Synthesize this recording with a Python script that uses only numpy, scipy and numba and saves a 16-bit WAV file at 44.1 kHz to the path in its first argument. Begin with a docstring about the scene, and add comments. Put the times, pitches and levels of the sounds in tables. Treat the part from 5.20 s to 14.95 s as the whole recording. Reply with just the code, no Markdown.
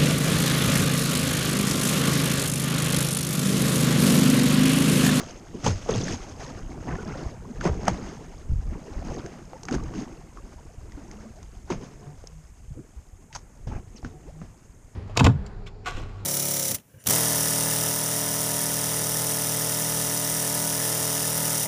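"""Wavelets of a calm sea lap against the hull of a drifting boat, heard by a small cased microphone on board.
Crowds of decaying, gliding sines boom the hull, gulp, bubble and spray under slow wash and brief surges.
Harder blows slap with filtered noise bursts and a sagging plop; drops tick as damped sines.
Lone air pockets sing gliding notes, and a drain pipe closed at one end hums in odd partials.
Shaped noise gives far water and hiss; the microphone port rings in the treble and the case dulls it."""
import sys
import numpy as np
from scipy import signal
from scipy.fft import rfft, irfft, next_fast_len
from scipy.io import wavfile
from numba import njit

SR = 44100
rng = np.random.default_rng(int(sys.argv[2]) if len(sys.argv) > 2 else 0)


def pcm_store(signal):
    """Save signal as 16-bit PCM."""
    levels = np.round(np.clip(np.atleast_2d(signal), -1, 1) * 32767)
    wavfile.write(sys.argv[1], SR, levels.astype(np.int16).T)


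N = 429974  # samples

# slow wash along the hull: (time [s], hull rumble level [dB], gulping level [dB], spray level [dB])
WASH = [(0, -65, -42.5, -36), (.21, -46, -46.5, -54.5), (.6, -38, -55, -43), (.97, -40, -48, -43.5),
        (1.17, -46, -45, -49.5), (1.58, -35.5, -41, -53.5), (1.75, -37, -35, -50),
        (2.02, -41.5, -35.5, -43.5), (2.16, -42.5, -46, -57.5), (2.72, -37.5, -34, -44.5),
        (3.07, -44.5, -46, -53.5), (3.38, -50, -52, -59), (3.94, -43, -35.5, -48), (4.27, -48.5, -50, -57),
        (4.78, -44, -37.5, -52), (5.02, -48, -49.5, -57.5), (5.74, -43, -53, -60.5),
        (5.89, -46.5, -47, -55), (6.46, -41, -58.5, -60), (6.65, -50, -48.5, -56.5), (7.22, -44, -63, -62),
        (8.09, -50.5, -59.5, -66.5), (8.9, -45, -53.5, -60.5), (9.75, -48.5, -60.5, -65.5)]
BUBBLING_OVER_MEAN_DB = -5  # wash bubbling, against the mean of gulping and spray in dB
# wavelets that break on the hull:
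# (crest time [s], hold [s], gulping level [dB], bubbling level [dB], spray level [dB])
SPLASHES = [(0., 0.0025, -34, -36.5, -50), (0.349, 0.018, -35.5, -88, -72),
            (0.466, 0.0099, -26, -31.5, -24), (0.699, 0.057, -29, -38.5, -36),
            (0.755, 0.022, -34, -47, -33.5), (0.804, 0.13, -32.5, -43.5, -32.5),
            (1.203, 0.097, -63, -47, -42.5), (1.687, 0.049, -32.5, -43.5, -70),
            (1.89, 0.066, -46, -40.5, -57), (2.44, 0.011, -50, -38.5, -32.5),
            (2.464, 0.0066, -23.5, -31, -62), (2.677, 0.0066, -30, -32, -37), (3.538, 0.014, -34, -51, -79),
            (3.88, 0.12, -60, -46.5, -46.5), (4.522, 0.02, -26.5, -42, -39.5),
            (4.755, 0.058, -36, -58, -44.5), (6.519, 0.0033, -33, -38.5, -40),
            (6.622, 0.016, -42, -57, -48), (6.824, 0.082, -53, -58, -70), (7.579, 0.022, -40.5, -67, -82),
            (8.523, 0.055, -43, -50, -60), (8.775, 0.0099, -66, -78, -47), (8.852, 0.009, -42.5, -60, -68)]
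SPLASH_RISE_DB_S = 582
# decay rates of a splash: gulping [dB/s], bubbling [dB/s], spray [dB/s]
SPLASH_FALLS = [266, 426, 417]
# heavier pushes that boom the hull: (crest time [s], hold [s], level [dB])
BOOMS = [(0., 0.0081, -35.5), (0.512, 0.08, -29.5), (2.034, 0.033, -33), (2.47, 0.068, -33.5),
         (2.668, 0.017, -26.5), (3.325, 0.017, -19.5), (3.386, .005, -24.5), (3.442, 0.06, -24.5),
         (3.765, 0.037, -31.5), (3.865, 0.02, -30), (4.584, 0.051, -24.5), (6.57, 0.061, -41),
         (7.49, 0.092, -40), (8.495, 0.041, -28)]
BOOM_RISE_DB_S, BOOM_FALL_DB_S = 246, 220
# hull resonances: (frequency [Hz], bandwidth [Hz], relative gain [dB])
HULL_MODES = [(49.7, 110, 8.5), (97.7, 18, 6.5)]
# slaps on the hull: (time [s], relative crack level [dB], crack frequency [Hz], relative plop level [dB],
# plop starting frequency [Hz], relative spray level [dB], 60 dB decay time of crack and spray [s])
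SLAPS = [(0.441, -30, 1130, -31, 130, -33, 0.14), (0.463, -7.5, 610, -18.5, 165, -24, 0.027),
         (0.689, -16, 685, -23.5, 465, -50, 0.037), (2.408, -28.5, 1330, -36, 132, -43, 0.034),
         (2.453, -13, 700, -20, 395, -50, 0.017), (2.473, -23, 1500, -19.5, 182, -45, 0.015),
         (2.68, -4.5, 860, -17, 185, -20.5, 0.019), (4.484, -26.5, 1340, -41, 390, -42, 0.026),
         (4.525, -38, 738, -30, 245, -34, 0.019), (4.541, -26, 830, -30.5, 240, -33, 0.045),
         (5.773, -42, 686, -41, 301, -81, 0.063), (6.501, -15.5, 706, -24.5, 373, -33.5, 0.037),
         (6.523, -28, 710, -28, 174, -43, 0.019), (8.127, -45, 2030, -53, 132, -46, 0.1),
         (8.148, -36, 965, -54.5, 167, -39.5, 0.12), (8.47, -32.5, 610, -29, 129, -50, 0.029),
         (8.845, -46, 1480, -29.5, 260, -46, 0.023), (9.215, -42.5, 780, -36, 198, -73, 0.032)]
# hull side resonances under a slap: (frequency [Hz], bandwidth [Hz], relative gain [dB])
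KNOCK_MODES = [(110, 48, 6.5), (200, 48, -3)]
# single drops that strike the hull:
# (time [s], relative tick level [dB], tick frequency [Hz], relative spray level [dB])
DROPS = [(0.662, -27, 680, -48), (0.458, -42, 1500, -24), (0.708, -35, 900, -27), (0.739, -22.5, 3370, -35),
         (0.759, -42, 1500, -25.5), (0.882, -21, 1740, -33), (1.578, -30, 616, -65),
         (1.673, -22.5, 715, -67), (1.755, -28, 1750, -55), (2.442, -28, 2030, -31),
         (2.463, -29, 1500, -35), (2.476, -30, 1980, -34), (2.654, -38, 1000, -35), (2.633, -24, 650, -42),
         (3.824, -27, 680, -65), (4.062, -33, 1600, -35), (4.333, -26, 780, -49), (4.433, -34, 900, -31),
         (4.453, -35, 1200, -33.5), (4.511, -27, 1450, -32), (4.549, -26, 1620, -37),
         (4.583, -28.5, 1150, -56), (4.876, -35, 815, -56), (4.738, -30.5, 1110, -55),
         (4.637, -45, 1000, -39), (4.751, -40, 1500, -44), (5.721, -41.5, 1970, -44),
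         (5.913, -38.5, 2050, -40), (5.173, -31.5, 1210, -57), (6.229, -42, 1060, -37),
         (6.869, -41, 1100, -61), (7.04, -30.5, 478, -53), (7.072, -43, 676, -32.5), (8.829, -34, 760, -60),
         (8.566, -32.5, 700, -54), (8.848, -26, 1510, -54)]
DROP_T60_S = 0.013
# lone air pockets, pitches before wavering:
# (time [s], start frequency [Hz], end frequency [Hz], length [s], peak level [dB])
POCKETS = [(0.476, 146, 67.4, 0.065, -21.5), (0.69, 500, 594, 0.01, -18.5), (0.895, 338, 203, 0.03, -34),
           (0.746, 119, 104, 0.054, -21.5), (0.9, 112, 79.4, 0.074, -30), (2.487, 103, 59.6, 0.067, -23.5),
           (3.289, 72, 55.3, 0.054, -24.5), (3.455, 103, 69, 0.083, -29), (7.505, 157, 121, 0.026, -33),
           (7.763, 61.7, 56, 0.036, -32), (1.732, 1090, 1030, 0.014, -38), (1.783, 1380, 1520, 0.023, -40),
           (2.113, 486, 770, 0.03, -46), (2.246, 830, 1230, 0.014, -43.5),
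           (2.41, 1450, 1480, 0.0077, -29.5), (2.299, 237, 237, 0.026, -30.5),
           (4.048, 305, 790, 0.037, -41), (4.331, 520, 537, 0.032, -41.5), (4.353, 880, 900, 0.021, -43.5),
           (4.486, 800, 745, 0.024, -36), (4.559, 215, 200, 0.0087, -18), (4.596, 1090, 1210, 0.012, -41),
           (4.757, 326, 355, 0.011, -30), (4.821, 298, 340, 0.0083, -32.5), (5.179, 1020, 1170, 0.015, -45),
           (5.49, 593, 760, 0.019, -50), (5.381, 1020, 890, 0.016, -49), (6.047, 493, 730, 0.017, -44.5),
           (6.165, 560, 750, 0.029, -48), (7.583, 292, 368, 0.027, -39.5), (8.103, 870, 890, 0.02, -51),
           (8.76, 6700, 4120, 0.026, -52), (8.512, 805, 880, 0.014, -42), (8.748, 210, 230, 0.016, -42.5),
           (9.049, 234, 812, 0.063, -45)]
# hums of a drain pipe shut by water at one end, levels before throbbing: (time [s],
# start frequency [Hz], end frequency [Hz], length [s], fundamental level [dB], third partial level [dB])
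HUMS = [(5.865, 202, 224, 0.26, -44, -73), (6.74, 137.5, 149.7, 0.22, -43, -55),
        (6.98, 163.2, 153.3, 0.27, -48.5, -74), (8.87, 141.5, 152, 0.138, -47.5, -54.5),
        (9.02, 149.8, 160, 0.22, -44.5, -68)]
# spectrum of the background noise: (frequency [Hz], relative density [dB per Hz])
FLOOR_SPECTRUM = [(15, -39), (25, 5.5), (49, -23), (108, -5.5), (600, -27.5), (2230, -29.5), (4340, -46),
                  (5810, -36), (6460, -23), (9130, -31.5), (10200, -37), (14300, -42.5)]
FLOOR_DB = -58.5  # rms
# microphone port resonances: (frequency [Hz], bandwidth [Hz], gain at the centre if alone [dB])
PORT_MODES = [(4870, 3060, -11.5), (5380, 1300, 7), (6420, 257, 13.5)]
CASE_HZ, TOP_HZ = 7080, 14000  # low-pass corners


def laps():
    """Lapping as a sum of bubble crowds, where the powers of steady wash and brief surges add."""
    s, rumble_db, gulp_db, spray_db = np.transpose(WASH)
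    bubble_db = (gulp_db + spray_db) / 2 + BUBBLING_OVER_MEAN_DB
    wash = rumble_db, gulp_db, bubble_db, spray_db
    crest, hold, *splash = np.transpose(SPLASHES)
    events = [surges(*np.transpose(BOOMS), BOOM_RISE_DB_S, BOOM_FALL_DB_S)]
    for db, fall in zip(splash, SPLASH_FALLS):
        events.append(surges(crest, hold, db, SPLASH_RISE_DB_S, fall))
    t = np.arange(N) / SR
    strengths = []
    for db, event_power in zip(wash, events):
        wash_power = undb(np.interp(t, s, db)) ** 2
        strengths.append(np.sqrt(wash_power + event_power))
    boom, gulp, bubble, spray = strengths

    pushes = bubbles(130, 31.5, 147, 0.86, 0.88, spread_db=5, octave_db=-2.5)
    hull = level(body(pushes, HULL_MODES), 0)
    gulps = bubbles(240, 122.6, 452.3, 4.34, 1.132, spread_db=2, octave_db=2)
    froth = level(bubbles(1000, 568, 2830, 6.8, 1.11, spread_db=0, octave_db=-2), -0.09)
    gurgles = level(bubbles(240, 450, 2200, 11, 1.15, spread_db=2.5, octave_db=-2), -1.5)
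    spits = level(bubbles(280, 2500, 8000, 7, 1.08, spread_db=4, octave_db=0), -12)
    mist = level(bubbles(5500, 1880, 10000, 1.17, 1.03, spread_db=1.5, octave_db=3), -7)
    # foam bursts in clumps, which flare froth and mist together
    knots = np.arange(0, N, 1200)
    clumps = undb(2.4 * np.interp(np.arange(N), knots, rng.standard_normal(len(knots))))
    bubbling = clumps * froth + gurgles
    spraying = clumps * mist + spits
    return boom * hull + gulp * gulps + bubble * bubbling + spray * spraying


def surges(crest, hold, db, rise, fall):
    """Power addition of events that grow exponentially, hold a crest and decay, at constant dB per second."""
    t = np.arange(0, N + 64, 64)[:, None] / SR
    before, after = np.maximum(crest - t, 0), np.maximum(t - crest - hold, 0)
    power = np.sum(undb(db - rise * before - fall * after) ** 2, axis=1)
    return np.interp(np.arange(N) / SR, t[:, 0], power)


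def bubbles(rate, low_hz, high_hz, cycles, glide, spread_db, octave_db):
    """Random superposition of damped bubbles, rate per second, evenly spread over octaves; rms 1."""
    when, pitch, life, luck = rng.random((int(rate * N / SR), 4)).T
    octaves = pitch * np.log2(high_hz / low_hz)
    # the wider the spread, the more a few strong bubbles stand out
    size = undb(-spread_db * np.log(1 - .96 * luck) + octave_db * octaves)
    start = (when * N).astype(np.int64)
    crowd = chirps(start, low_hz * 2 ** octaves, cycles * (.5 + life), glide, size, N, float(SR))
    return level(crowd, 0)


@njit
def chirps(start, hz, cycles, glide, size, n, sr):
    """Damped oscillators as turning phasors: pitch moves by the factor glide over the time of their cycles."""
    out = np.zeros(n)
    for k in range(len(start)):
        steps = cycles[k] * sr / hz[k]
        angle = 2 * np.pi * hz[k] / sr
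        phasor = 1 + 0j
        step = np.exp(1j * angle)
        turn = np.exp(1j * angle * (glide - 1) / steps)
        # the difference of a slow and a quick decay swells quickly, then dies away
        slow, quick, fade = size[k], size[k], np.exp(-2 / steps)
        for i in range(start[k], min(n, start[k] + int(2.5 * steps))):
            step *= turn
            phasor *= step
            slow *= fade
            quick *= fade ** 8
            out[i] += (slow - quick) * phasor.imag
    return out


def slaps():
    """Impact of water: a noise crack, the plop of a trapped pocket, a resonant knock of the hull side, spray."""
    t = np.arange(int(.25 * SR)) / SR
    out, knock, spray = np.zeros((3, N + len(t)))
    for s, crack_db, crack_hz, plop_db, plop_hz, spray_db, t60 in SLAPS:
        here = slice(int(s * SR), int(s * SR) + len(t))
        crack_noise, knock_noise, spray_noise = rng.standard_normal((3, len(t)))
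        fall = np.log(1000) * t / t60
        # the sheet of water lands in uneven spatters a few ms apart
        spatter_db = 3.5 * rng.standard_normal(len(t) // 128 + 1)
        spatter = undb(np.repeat(spatter_db, 128)[:len(t)])
        burst = np.minimum(t / 0.0014, 1) * np.exp(-fall) * spatter
        crack = ring(burst * crack_noise, crack_hz, .9 * crack_hz)
        crack = ring(crack, crack_hz, 1.3 * crack_hz)
        # the pocket sags in pitch as it opens
        plop_envelope = np.minimum(t / 0.0039, 1) * np.exp(-fall / 1.92)
        plop = plop_envelope * np.sin(2 * np.pi * plop_hz * t * (1 - 1.63 * t))
        knock_envelope = np.minimum(t / 0.0079, 1) * np.exp(-fall / 9)
        out[here] += undb(crack_db + 11) * crack + undb(plop_db + 9) * plop
        knock[here] += undb(plop_db) * knock_envelope * knock_noise
        spray[here] += undb(spray_db) * burst * spray_noise
    knock = undb(12) * body(knock, KNOCK_MODES)
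    spray = undb(5.5) * ring(spray, 5100, 3800)
    return (out + knock + spray)[:N]


def drops():
    """Impulsive excitation by a drop: an exponentially damped tick with a fleck of filtered noise as spray."""
    t = np.arange(int(.03 * SR)) / SR
    envelope = np.minimum(t / 0.00016, 1) * np.exp(-np.log(1000) * t / DROP_T60_S)
    out = np.zeros(N)
    for s, tick_db, tick_hz, spray_db in DROPS:
        fleck = ring(envelope * rng.standard_normal(len(t)), 5700, 5000)
        tick = envelope * np.sin(2 * np.pi * tick_hz * t)
        out[int(s * SR):][:len(t)] += undb(tick_db) * tick + undb(spray_db + 2.5) * fleck
    return out


def pockets():
    """Oscillation of single trapped air pockets: a short note of gliding, slightly wavering frequency."""
    out = np.zeros(N)
    for s, start_hz, end_hz, length, db in POCKETS:
        u = np.linspace(0, 1, int(length * SR))
        waver = np.interp(u, np.linspace(0, 1, 12), rng.standard_normal(12))
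        hz = start_hz * (end_hz / start_hz) ** u * (1 + 0.036 * waver)
        note = np.sin(np.pi * u) ** 0.35 * np.sin(2 * np.pi * np.cumsum(hz) / SR)
        out[int(s * SR):][:len(u)] += undb(db) * note
    return out


def hums():
    """Odd partials of a pipe closed at one end: first, third and fifth, each throbbing as water stirs it."""
    out = np.zeros(N)
    for s, start_hz, end_hz, length, db, odd_db in HUMS:
        u = np.linspace(0, 1, int(length * SR))
        angle = 2 * np.pi * np.cumsum(start_hz * (end_hz / start_hz) ** u) / SR
        swell = np.sqrt(np.sin(np.pi * u ** 1.65))
        for order, part_db in ((1, db), (3, odd_db), (5, odd_db - 2)):
            throb = undb(4 * np.interp(u, np.linspace(0, 1, 9), rng.standard_normal(9)))
            out[int(s * SR):][:len(u)] += undb(part_db) * throb * swell * np.sin(order * angle)
    return out


def floor():
    """Stationary noise of far water and microphone hiss, white noise weighted by a smooth spectrum."""
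    hz, db = np.transpose(FLOOR_SPECTRUM)
    size = next_fast_len(N)
    log_hz = np.log(np.arange(size // 2 + 1) * SR / size + 1)  # 1 Hz is added to keep the log finite
    weight = undb(np.interp(log_hz, np.log(hz), db))
    noise = irfft(rfft(rng.standard_normal(size)) * weight, size)[:N]
    return level(noise, FLOOR_DB)


def undb(db):
    """Amplitude ratio of a level in decibels."""
    return 10 ** (np.asarray(db) / 20)


def level(x, db):
    """Division by the rms amplitude, then gain: a signal of rms 1 comes out at rms db."""
    return x * undb(db) / np.sqrt(np.mean(x ** 2))


def ring(x, hz, width):
    """A second-order resonance with gain 1 at its centre."""
    return signal.lfilter(*signal.iirpeak(hz, hz / width, fs=SR), x)


def body(x, modes):
    """Modal superposition: parallel resonances driven by one force."""
    return sum(undb(db) * ring(x, hz, width) for hz, width, db in modes)


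def scene():
    """Linear superposition of all water sounds in one channel."""
    return (laps() + slaps() + drops() + pockets() + hums())[None]


def record(dry):
    """Transmission chain: port resonance, low-pass case, added noise floor, soft saturation and band limit."""
    port = dry + sum((undb(db) - 1) * ring(dry, hz, width) for hz, width, db in PORT_MODES)
    cased = signal.sosfilt(signal.butter(3, CASE_HZ, fs=SR, output="sos"), port)
    rounded = np.tanh(2 * (cased + floor())) / 2
    return signal.sosfilt(signal.ellip(8, .2, 70, TOP_HZ, fs=SR, output="sos"), rounded)


dry = scene()
out = record(dry)
pcm_store(out)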